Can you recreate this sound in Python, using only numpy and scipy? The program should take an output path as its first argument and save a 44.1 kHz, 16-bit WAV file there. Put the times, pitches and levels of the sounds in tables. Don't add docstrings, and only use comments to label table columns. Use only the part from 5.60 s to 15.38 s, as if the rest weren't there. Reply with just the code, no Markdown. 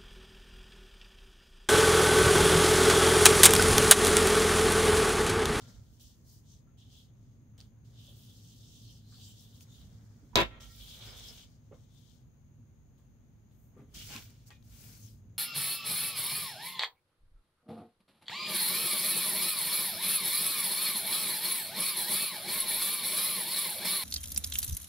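import sys
import numpy as np
from scipy import signal
from scipy.fft import rfft, irfft, next_fast_len
from scipy.io import wavfile
from scipy.ndimage import uniform_filter1d

SR = 44100
rng = np.random.default_rng(int(sys.argv[2]) if len(sys.argv) > 2 else 0)


def natural_amplitude(level_db):
    exponent = np.asarray(level_db, float) / 20
    return 10 ** exponent


def waveform_to_disk(signal):
    frames = np.transpose(np.atleast_2d(signal))
    scaled = np.clip(frames, -1, 1) * 32767
    samples = np.round(scaled).astype(np.int16)
    wavfile.write(sys.argv[1], SR, samples)


N = 431298
CLOCK = np.arange(0, N + 64, 64) / SR
OPPOSITE = np.array([[1], [-1]])
DROP_S = 4.7556
FADE_DB = 8


def colour(x, points, skirt=36):
    hz, db = np.transpose(points)
    n = x.shape[-1]
    size = next_fast_len(n, real=True)
    f = np.fft.rfftfreq(size, 1 / SR) + 1
    octaves_beyond = np.abs(np.log2(f / np.clip(f, hz[0], hz[-1])))
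    gain_db = np.interp(np.log(f), np.log(hz), db) - skirt * octaves_beyond
    return irfft(rfft(x, size) * natural_amplitude(gain_db), size)[..., :n]


def unit(x):
    return x / np.sqrt(np.mean(np.atleast_2d(x).mean(axis=0) ** 2))


def walk(rate):
    k = int(SR / rate)
    steps = np.repeat(rng.standard_normal(N // k + 1), k)
    return unit(uniform_filter1d(uniform_filter1d(steps, k), k)[:N])


def pair(x, side):
    return x[0] + colour(x[1], side, 0) * OPPOSITE


def decay(t, t60):
    return np.exp(-np.log(1000) * t / t60)


def ring(hz, t60):
    t = np.arange(int(1.2 * t60 * SR)) / SR
    return np.sin(2 * np.pi * hz * t) * decay(t, t60)


def burst(t60, points):
    t = np.arange(int(t60 * SR) + 512)[:16384] / SR
    x = colour(rng.standard_normal(16384), points)[:len(t)] * decay(t, t60)
    return x / np.abs(x).max()


def press_in(x, rise_s):
    return x * np.minimum(np.arange(len(x)) / (rise_s * SR), 1)


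def add(out, s, x, pan_db):
    i = int(s * SR)
    out[:, i:i + x.shape[-1]] += x[..., :N - i] * natural_amplitude(pan_db / 2 * OPPOSITE)


def fibres(spread_db, patchy_db):
    size_db = spread_db * np.minimum(rng.exponential(size=N), 6)
    pressure_db = patchy_db * walk(40) + patchy_db * walk(150)
    return rng.standard_normal((2, N)) * natural_amplitude(size_db + pressure_db)


def swell(s, half_s):
    return natural_amplitude(-FADE_DB * (np.abs(CLOCK - s) / half_s) ** 2.1)


def jerk(s, fade_s):
    attack_s = 0.0125
    after = np.maximum(CLOCK - s, 0)
    return np.minimum(after / attack_s, 1) * natural_amplitude(-FADE_DB * (after / fade_s) ** 1.65)


def motion(rows, shape):
    power = sum(np.outer(natural_amplitude(row[2:]) ** 2, shape(*row[:2]) ** 2) for row in rows)
    return np.array([np.interp(np.arange(N) / SR, CLOCK, track) for track in power])


# centre in s, half length in s, rasp in dB, fine grain
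# relative to rasp in dB, air relative to rasp in dB.
STROKES = [(0.11, 0.084, -70.5, 2, -3), (0.33, 0.16, -81, 2.5, 4.5), (0.73, 0.072, -77, 9.5, 11.5),
           (0.925, 0.068, -71.5, 0.5, -3.5), (1.37, 0.083, -64.5, -4.5, -6), (1.66, 0.14, -87.5, 0, -4),
           (2.44, 0.09, -62, -6.5, -9), (2.59, 0.13, -65.5, -4.5, -0.5), (2.78, 0.17, -69, 0, 0),
           (3.0, 0.16, -68.5, 0.5, -1), (3.2, 0.11, -64.5, -1, -5), (3.32, 0.1, -65.5, -4, -5),
           (3.53, 0.072, -67.5, -1, -3), (3.66, 0.087, -59.5, -4, -4.5), (3.81, 0.055, -65.5, -1, -1),
           (3.93, 0.13, -71.5, -1, 0), (3.97, 0.036, -69, -1, -8), (4.022, 0.021, -69, 2.5, 3),
           (4.18, 0.086, -65, -6.5, -3.5), (4.3, 0.11, -76.5, -2, -5), (4.42, 0.57, -82.5, 3, 1),
           (5.236, 0.068, -57, -5.5, -1.5), (5.328, 0.075, -54.5, -4.5, -5), (5.468, 0.1, -53.5, -7.5, -7.5),
         (5.584, 0.027, -55.5, -1.5, -3.5), (5.676, 0.068, -53.5, -5, -5.5), (5.789, .07, -58.5, -4.5, -7),
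         (5.916, 0.062, -80.5, 2.5, -0.5), (6.378, 0.065, -74.5, -0.5, -4), (6.499, 0.098, -72, -1.5, -5),
         (8.03, 0.078, -100, 4.5, 21), (8.19, 0.046, -100, 0, 16), (8.555, 0.06, -53.5, -1.5, 0.5),
         (8.456, 0.09, -64, 1, 6.5), (8.632, 0.052, -60.5, -8, -5), (8.78, 0.17, -77.5, -2.5, -1),
         (8.88, 0.015, -83.5, 17, 20), (5.143, .06, -68, 1, 5), (6.06, .08, -89.5, 3.5, 0),
         (9.258, 0.14, -69, 5.5, 11.5), (9.43, 0.11, -72.5, 4.5, 9)]
# start in s, fade in s, rasp in dB,
# fine grain relative to rasp in dB, air relative to rasp in dB.
JERKS = [(0.0, 0.057, -63, -4, -7), (0.395, 0.12, -64.5, 1, 1.5), (1.17, 0.12, -70, -3.5, -7),
         (1.975, 0.071, -66, -7, -4.5), (2.24, .12, -77, 0, -4), (4.998, 0.088, -57, -3, -5.5),
         (6.13, .18, -77, -2, -6), (7.37, 0.066, -83.5, -5, 3), (7.91, 0.058, -79.5, -8.5, 0),
         (8.17, 0.13, -81.5, -8, -3), (8.338, 0.22, -56, 1.5, 0), (8.9, 0.061, -64.5, -7, -9),
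         (9.036, 0.14, -87, 13.5, 16), (9.09, 0.09, -85, 6, 8)]
# centre in s, half length in s, rumble in dB.
LEANS = [(0.0, 0.17, -59), (2.0, 0.044, -66.5), (2.5, 0.45, -74), (3.6, .12, -72), (4.3, 0.53, -69.5),
         (5.0, 0.095, -58), (5.25, 0.18, -65), (5.5, 0.13, -54), (5.68, 0.17, -60.5), (8.2, 0.061, -66),
         (8.4, 0.075, -61.5), (8.55, 0.056, -49.5), (8.65, 0.11, -67.5), (8.91, 0.046, -66.5),
         (9.25, 0.16, -65)]


def stroke_gains():
    def layers(rows):
        return [(s, length, db, db + fine_db, db + air_db) for s, length, db, fine_db, air_db in rows]
    strokes = motion(layers(STROKES), swell) + motion(layers(JERKS), jerk)
    idle_board_db = -91.5
    board = np.sqrt(motion(LEANS, swell)[0] + natural_amplitude(idle_board_db) ** 2)
    return (*np.sqrt(strokes), board)


# Hz, width in Hz, level in dB.
RASP = [(3050, 440, -3.5), (3360, 270, -6), (3810, 560, -3)]


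def card_buckles(coarse):
    out = 0
    for hz, width, db in RASP:
        band = [(hz - 2.2 * width, -34), (hz - width, -10), (hz, 0), (hz + width, -8), (hz + 3 * width, -26)]
        out = out + natural_amplitude(db + 1.6 * walk(15)) * colour(coarse, band)
    return out


# Hz, dB per Hz.
FINE = [(3300, -22.5), (4200, -2.5), (5000, -0.5), (6300, -1.5), (7600, -6), (10000, -18)]


def fine_grain(grain):
    fine = colour(grain, FINE)
    upper = colour(fine, [(5000, -20), (5400, 0)], 0)
    return natural_amplitude(1.1 * walk(12)) * upper + natural_amplitude(1.3 * walk(14)) * (fine - upper)


# centre in s, half length in s, Hz, level in dB.
BUCKLES = [(0.688, .04, 6460, -79), (0.924, 0.037, 6100, -70), (1.243, 0.043, 3360, -74),
           (1.381, 0.054, 3300, -69.5), (2.39, 0.027, 3500, -75), (2.462, 0.045, 6440, -81),
           (2.491, .03, 3400, -64), (2.713, 0.042, 3400, -68), (2.72, 0.033, 6260, -82),
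           (2.94, .04, 4080, -77), (3.038, 0.033, 3600, -67.5), (3.05, 0.034, 5340, -75),
           (3.16, 0.028, 3500, -67), (3.28, .04, 4300, -70), (3.31, 0.046, 5600, -72),
           (3.307, 0.026, 3150, -68), (3.477, 0.049, 4130, -74), (3.538, .03, 7500, -74),
           (3.566, 0.044, 4420, -66.5), (3.64, 0.038, 4700, -65.5), (3.67, 0.058, 7400, -66.5),
           (3.702, 0.042, 3080, -68), (3.78, .03, 3620, -74), (3.808, 0.033, 5170, -72),
           (3.853, 0.028, 3450, -73), (4.02, .015, 6500, -72), (4.127, 0.051, 6600, -73.5),
           (4.135, 0.042, 3600, -69), (5.14, .05, 5170, -70.5), (5.331, 0.029, 3400, -58.5),
           (5.503, 0.041, 5040, -59.5), (5.583, .025, 3530, -59), (5.657, 0.031, 3350, -60),
           (5.695, 0.019, 5200, -55.5), (6.32, 0.021, 3560, -82.5), (6.37, 0.028, 3580, -76),
           (7.982, .05, 13600, -83), (8.06, 0.056, 14560, -80), (5.245, 0.027, 3150, -63),
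           (8.391, 0.035, 3250, -58.5), (8.416, .02, 2900, -58.5), (8.53, 0.029, 2860, -56),
           (8.64, 0.055, 14900, -67), (9.17, 0.046, 6290, -76), (9.443, 0.031, 6460, -66.5),
           (9.466, 0.033, 5470, -69.5)]
# Hz, side minus mid in dB.
SLIDE_SIDE = [(60, -3), (110, -11), (200, -13.5), (500, -6), (1290, -0.5), (2380, -3), (4400, -1),
              (15000, 1)]


def buckling():
    out = np.zeros((2, N))
    width = 0.071
    for s, half_s, hz, db in BUCKLES:
        t = np.arange(-2.5 * half_s, 2.5 * half_s, 1 / SR)[:16384]
        grain = rng.standard_normal((2, 16384)) * natural_amplitude(2.5 * np.minimum(rng.exponential(size=16384), 6))
        band = [(hz * (1 - 2 * width), -20), (hz, 0), (hz * (1 + 2 * width), -17)]
        sung = unit(colour(pair(grain, SLIDE_SIDE), band))[:, :len(t)]
        add(out, s + t[0], natural_amplitude(db + 2.0 - FADE_DB * (t / half_s) ** 2) * sung, 0)
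    return out


# Hz, dB per Hz.
AIRY = [(5500, -23.5), (7000, -6), (9000, -3.5), (11000, -4.5), (12500, -2.5), (14000, -2.5), (15800, 1)]
# Hz, dB per Hz.
BOARD = [(200, -27), (400, 1), (650, -2), (1000, -6.5), (1500, -5.5), (2300, -11), (3200, -30.5)]
# Hz, dB per Hz.
BIG_SHEET = [(900, -27), (1400, -2), (2000, -4), (2500, -1), (2900, -3.5), (3500, -41)]
# Hz, dB per Hz.
BELLY = [(1900, -23.5), (2300, -2.5), (2600, -18)]
# time in s, left minus right in dB.
HANDS = [(0, 1), (2.5, 0), (4.3, 1), (5.1, -0.5), (5.8, 2), (6.5, 8), (8.4, 0.5), (8.9, 0.5), (9.2, 3.5),
         (9.78, 6)]


def slide():
    t = np.arange(N) / SR
    rasp_gain, fine_gain, airy_gain, board_gain = stroke_gains()
    coarse = pair(fibres(spread_db=3.0, patchy_db=1.15), SLIDE_SIDE)
    fine = fine_grain(pair(fibres(spread_db=3.0, patchy_db=0.9), SLIDE_SIDE))
    airy = colour(pair(fibres(spread_db=1.5, patchy_db=1.0), SLIDE_SIDE), AIRY)
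    board = colour(pair(fibres(spread_db=3.0, patchy_db=1.0), SLIDE_SIDE), BOARD)
    sound = rasp_gain * natural_amplitude(-1.5) * unit(card_buckles(coarse))
    sound = sound + fine_gain * natural_amplitude(1.43) * unit(fine)
    sound = sound + airy_gain * natural_amplitude(-1.0) * unit(airy)
    sound = sound + board_gain * natural_amplitude(-6.5) * unit(board)
    flex_gain = np.sqrt(rasp_gain * board_gain)
    big_sheet_s = 8.338
    sound = sound + (t > big_sheet_s) * flex_gain * natural_amplitude(-6.0) * unit(colour(coarse, BIG_SHEET))
    sound = sound + (t > DROP_S) * flex_gain * natural_amplitude(-15.5) * unit(colour(coarse, BELLY))
    sound = sound + buckling()
    pan_db = np.interp(t, *np.transpose(HANDS))
    return sound * natural_amplitude(np.array([pan_db, -pan_db]) / 2)


# start in s, peak in dB, ring in Hz, top relative
# in dB, left minus right in dB.
TICKS = [(0.3975, -53, 4920, -5, 2), (1.9829, -50, 3400, -10, 7), (2.004, -41.5, 4600, -22, -3),
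         (2.0116, -45.5, 4080, -22, 15), (4.0085, -42, 3600, -7, 2), (5.597, -38, 4500, -12, 0),
         (8.3449, -44, 6364, -10, 17), (8.3689, -54, 5740, -14, -2), (8.5627, -26.5, 2550, -19, -3),
         (8.704, -53.5, 3700, 2, 3.5), (8.905, -49, 2600, -24, 18),
         (.6135, -62, 6590, -10, 5), (1.9794, -50, 6800, -13.5, 0.5), (3.0355, -57, 3550, -14, 0),
           (3.6127, -47, 4870, -16, 0), (5.5521, -45, 3300, -14, -1), (5.568, -47, 3530, -14, 0),
           (5.6858, -39, 5270, -12, 2), (6.1432, -61, 3400, -9, 3.5), (6.3069, -64, 3560, -8, 6),
           (6.3465, -58.5, 3580, -4.5, 5), (7.912, -67, 2997, -10, 0), (8.2038, -65.5, 2460, -12, 3),
           (8.505, -41, 2890, -18, 0), (8.8711, -60, 6400, -6, 0), (9.0265, -57.5, 3850, -10, 12),
           (9.042, -68.5, 6500, -5, 5), (9.0971, -56, 6700, -4, 3.5), (9.4323, -49, 6290, -10, -4.5)]


def ticks():
    out = np.zeros((2, N))
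    for s, db, hz, top_db, pan_db in TICKS:
        snap = [(hz / 2, -30), (hz * 0.88, -5), (hz, 0), (hz * 1.15, -5), (9000, -20)]
        add(out, s, natural_amplitude(db) * burst(0.008, snap), pan_db)
        add(out, s, natural_amplitude(db + top_db) * burst(0.009, AIRY), pan_db)
    return out


# start in s, peak in dB, ring in Hz, t60 in s, left minus right in dB.
TAPS = [(1.07, -67.5, 1350, 0.22, 4), (2.48, -62, 574, 0.33, 2), (3.58, -68, 770, 0.15, 7),
        (4.625, -48, 250, 0.12, 0), (4.732, -50, 958, 0.11, -12.5), (6.1115, -44, 416, 0.058, -6),
        (6.124, -44.5, 504, 0.12, -0.5), (6.119, -67, 2150, 0.13, -1), (6.12, -59, 1195, 0.17, 2),
        (6.118, -63, 2730, 0.095, 1.5), (6.15, -54, 250, 0.11, -0.5)]
THUMPS = [(8.165, -50.5, 404, 0.42, 0.5), (8.36, -53, 304, 0.26, 1), (8.167, -63.5, 1190, 0.33, 5),
          (8.185, -55.5, 283, 0.28, -1), (8.17, -57, 505, .33, 2), (8.2, -67, 2050, 0.2, 0),
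          (8.504, -47.5, 824, 0.16, -2), (8.55, -45, 1100, 0.16, -1)]
NAILS = [(0.0, -65.5, 1393, 0.72, 4.5), (0.72, -82, 950, 1, -3), (3.52, -58.5, 1252, 0.16, 1),
         (3.525, -69, 1590, .12, 1), (7.39, -66, 1160, 0.13, 0.5), (7.878, -77, 849, .08, -3.5)]
FLICKS = [(8.905, -56, 1158, 0.11, -12), (8.905, -57.5, 850, 0.16, 3), (8.905, -57, 2630, 0.1, 0),
          (8.905, -52, 1900, 0.07, -11), (8.905, -59, 3250, .06, 0), (8.905, -57, 1610, .08, 0),
          (8.917, -58, 1840, .13, 0), (8.92, -57, 2450, 0.18, 0), (8.915, -60, 3410, .13, 0)]


def taps():
    out = np.zeros((2, N))
    knock_db = -12
    kinds = [(TAPS, -4.5, -11.5), (THUMPS, 3.5, -9), (NAILS, -22, -11.5), (FLICKS, -22, -6.5)]  # thud, ring dB
    for rows, thud_db, ring_db in kinds:
        for s, db, hz, t60, pan_db in rows:
            band = [(hz * .3, -32), (hz * .7, -13), (hz * .92, -4), (hz, 0),
                    (hz * 1.08, -4), (hz * 1.4, -12), (hz * 2.6, -27), (hz * 5, -50)]
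            add(out, s, natural_amplitude(db + ring_db + 12 * min(t60, .75)) * ring(hz, t60), pan_db)
            knock = natural_amplitude(knock_db - ring_db) * burst(t60, band)
            thud = natural_amplitude(thud_db) * burst(t60, [(50, -22.5), (120, 3.5), (250, -3.0), (500, -34.5)])
            add(out, s, natural_amplitude(db) * press_in(knock + thud, rise_s=0.0051), pan_db)
    return out


# start in s, peak in dB, brightness in dB.
BLOWS = [(4.7556, -16.5, -1), (4.7565, -10.5, 2.5), (4.7600, -13, -2.5), (4.7664, -12, -10),
         (4.772, -15.5, -3), (4.7747, -13, -5), (4.7786, -15, -7), (4.786, -17, -6.5), (4.791, -14.5, -10),
         (4.797, -19.5, -7), (4.804, -15.5, -8), (4.809, -18, -8.5), (4.814, -20, -6.5), (4.821, -22, -8),
         (4.833, -26.5, -6.5)]
# Hz, level in dB, t60 in s.
TOOL = [(173.4, -36, .16), (335, -29.5, 0.071), (357, -30, .14), (556, -33, .13), (646, -29, .12),
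        (981, -29.5, .13), (1170, -39, .13), (1560, -43.5, .09), (1876, -39.5, .1), (2250, -37, .12),
        (2460, -41, .1), (2710, -40, .12), (3384, -42, .11), (3736, -36, .1)]


def blows():
    out = np.zeros((2, N))
    crack_band = [(1200, -29.5), (2800, -10.5), (3800, 9.5), (4600, -1),
                  (6300, -8.5), (9000, -25.5), (14000, -16.0)]
    knock_band = [(60, -9.0), (330, 0.5), (1000, 1), (2500, -16.0), (5000, -25.5)]
    for s, db, bright_db in BLOWS:
        shared, apart = burst(0.0094, crack_band), burst(0.0094, crack_band)
        add(out, s, natural_amplitude(db + bright_db) * (shared + .6 * apart * OPPOSITE), 1.5)
        add(out, s, natural_amplitude(db - 11.5) * burst(0.018, knock_band), .8)
        for hz, mode_db, t60 in TOOL:
            size, detune, pan = rng.standard_normal(3)
            mode = ring(hz * (1 + 0.0017 * detune), .6 * t60)
            add(out, s, natural_amplitude(db + 3.5 + mode_db + 3.0 * size) * mode, hz / 400 * pan)
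    return out


# Hz, level in dB, t60 in s.
LONG_RINGS = [(1351, -60, 1.7), (1545, -62, .6), (1884, -64, 2.2), (2143, -63, 1.4), (560, -61, 1.0),
              (2643, -59, .4), (3230, -60, 1.2), (3311, -57, .55)]


def long_rings():
    out = np.zeros((2, N))
    stilled = int(.44 * SR)
    for hz, db, t60 in LONG_RINGS:
        neighbours = ((0, 1), (11, .55), (-17, .3))
        beating = sum(ring(hz + split, t60)[:stilled] * share for split, share in neighbours)
        held = beating * signal.windows.tukey(stilled, .2)
        add(out, DROP_S, natural_amplitude(db - 1.5) * held, 3 * rng.standard_normal())
    add(out, DROP_S, natural_amplitude(-33) * press_in(ring(54, .35), rise_s=.03), -14)
    return out


# time in s, body in dB, treble relative in dB.
RATTLE = [
    (4.757, -21.5, -11),
    (4.764, -21, -15.5),
    (4.814, -25.5, -18),
    (4.845, -39, -21.5),
    (4.888, -55.5, -27.5),
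    (4.99, -58, -30.5),
]
# Hz, dB per Hz.
RATTLE_BODY = [(50, -12.5), (250, -1.5), (400, -0.5), (461, -6.5), (650, -7), (795, -8), (973, -6),
               (1460, -10), (2000, -9), (3770, -10.5), (5000, -31.5), (6500, -52.5)]
# Hz, dB per Hz.
RATTLE_TOP = [(2940, -32.5), (5000, -4), (6570, -6.5), (8800, -13), (9680, -15), (15200, -10.5),
              (15700, -8)]
# Hz, side minus mid in dB.
RATTLE_SIDE = [(110, -0.5), (200, -15), (380, -4.5), (700, -2), (1500, 2), (4400, -0.5), (8120, 3.5),
               (15000, 1)]
# Hz, level in dB.
BOARD_MODES = [(109, -35), (238, -37.5), (398, -32), (851, -44), (3290, -44)]


def rattle():
    out = np.zeros((2, N))
    s, *columns = np.transpose(RATTLE)
    body_db, top_db = (np.interp(np.arange(N) / SR, s, c, left=-np.inf, right=-np.inf) for c in columns)
    body = unit(colour(pair(fibres(spread_db=0.5, patchy_db=-1.5), RATTLE_SIDE), RATTLE_BODY))
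    top = unit(colour(pair(fibres(spread_db=3.0, patchy_db=3.0), RATTLE_SIDE), RATTLE_TOP))
    t = np.arange(int(s[0] * SR), int(s[-1] * SR)) / SR
    sung = 0
    for k, (hz, db, *_) in enumerate(TOOL + BOARD_MODES):
        lean_db = OPPOSITE * (-1) ** k * min(hz / 600, 3.0)
        sung = sung + natural_amplitude(db + lean_db) * np.sin(2 * np.pi * hz * t)
    sung_db = np.interp(t, s, columns[0]) + 21 - 40 * (t - s[0])
    add(out, s[0], natural_amplitude(sung_db) * sung, 0)
    return out + natural_amplitude(body_db - 3.5) * (body + natural_amplitude(top_db) * top * natural_amplitude(-1.2 * OPPOSITE))


def tool():
    return blows() + long_rings() + rattle()


def room(x):
    t = np.arange(int(.5 * SR)) / SR

    def tail_noise(t60):
        return pair(rng.standard_normal((2, len(t))), RATTLE_SIDE) * decay(t, t60) * (t > .003)
    low = colour(tail_noise(0.12), [(100, 0.5), (1000, 0.5), (3500, 2.5), (5000, -30.5)])
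    high = colour(tail_noise(1.7 * 0.12), [(2500, -30.0), (4500, -6.0), (9000, -8.5), (16000, -10)])
    tail = low + high
    tail = tail / np.sqrt(np.sum(tail[0] ** 2))
    return signal.fftconvolve(x.mean(axis=0, keepdims=True), tail, axes=1)[:, :N]


# centre in s, half length in s, level in dB.
JOGS = [(0.0, 0.4, -54.5), (0.9, .6, -69), (2.08, 0.064, -55.5), (3.21, 0.22, -63), (4.25, 0.12, -58),
        (4.9, 0.18, -52.5), (5.4, 0.59, -57), (6.6, 0.36, -70), (8.45, 0.17, -53), (9.1, 0.075, -56.5),
        (9.55, .2, -63)]


def stand_shake():
    band = [(20, -27), (42, -22.5), (54, -4.5), (75, -14.5), (200, -61.5)]
    noise = unit(colour(rng.standard_normal(N), band))
    return np.sqrt(motion(JOGS, swell)[0]) * natural_amplitude(-1.0) * noise * np.array([[.55], [1.45]])


# time in s, level in dB.
DRONE = [(0.0, -53), (0.41, -64), (1.85, -58.5), (3.06, -57), (3.21, -55.5), (4.01, -58), (4.25, -53.5),
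         (4.59, -58.5), (4.85, -57), (4.99, -57), (6.6, -64.5), (6.79, -81), (6.97, -60), (7.44, -79.5),
         (7.93, -73), (8.5, -55), (8.85, -62.5), (9.301, -57)]


def house_drone():
    hz, width_hz = 108, 11
    band = [(55, -26), (hz - width_hz, -9), (hz, 0), (hz + width_hz, -7),
            (160, -15), (250, -18), (320, -31), (560, -39)]
    level_db = np.interp(np.arange(N) / SR, *np.transpose(DRONE))
    hum = natural_amplitude(level_db + 1.2) * unit(colour(rng.standard_normal(N), band))
    motor = np.sin(2 * np.pi * np.cumsum(hz + 5.0 * walk(2.5)) / SR)
    return hum + natural_amplitude(level_db - 1.5 + 2.5 * walk(6)) * motor


# Hz, dB per Hz.
QUIET = [(15, -50.5), (25, -28.5), (43, -3.5), (140, -0.5), (180, -11.5), (240, -6.5), (290, -18),
         (500, -26), (1150, -35), (1900, -39), (5200, -48), (7500, -55), (15700, -46)]
# Hz, side minus mid in dB.
QUIET_SIDE = [(60, -4), (110, -10.5), (200, -11.5), (380, -4.5), (700, -4), (1290, -1), (4400, 0.5),
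              (15000, 0)]
# Hz, dB per Hz.
WHINE = [(5700, -20.5), (6200, -5), (6600, -0.5), (7000, -7), (7400, -24.5)]


def quiet():
    floor = unit(colour(pair(rng.standard_normal((2, N)), QUIET_SIDE), QUIET)) * natural_amplitude(-58.5 + 0.21 * walk(11.0))
    whine = natural_amplitude(-82.5) * unit(colour(rng.standard_normal(N), WHINE)) * natural_amplitude(np.array([[5.0], [-14.0]]))
    duck_db, duck_s = -8.5, 0.18
    after = np.arange(N) / SR - DROP_S
    duck = natural_amplitude(duck_db * (after > 0) * np.exp(-np.abs(after / duck_s) ** 2))
    left, right = duck * (floor + whine) + house_drone() + stand_shake()
    port_lag_samples = 7
    return np.array([left, np.roll(right, port_lag_samples)])


def scene():
    hits = colour(ticks() + taps() + tool(), [(22, -24), (42, 0)], 0)
    room_db = -9
    return hits + natural_amplitude(room_db) * room(hits) + slide() + quiet()


def top_cut(x):
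    return signal.sosfilt(signal.butter(12, 16550, fs=SR, output="sos"), x)


def record(dry):
    mix = colour(dry, [(15700, -1.5), (15850, -46.5), (16600, -49.5), (16800, -90)], 0)
    return top_cut(mix)


dry = scene()
out = record(dry)
waveform_to_disk(out)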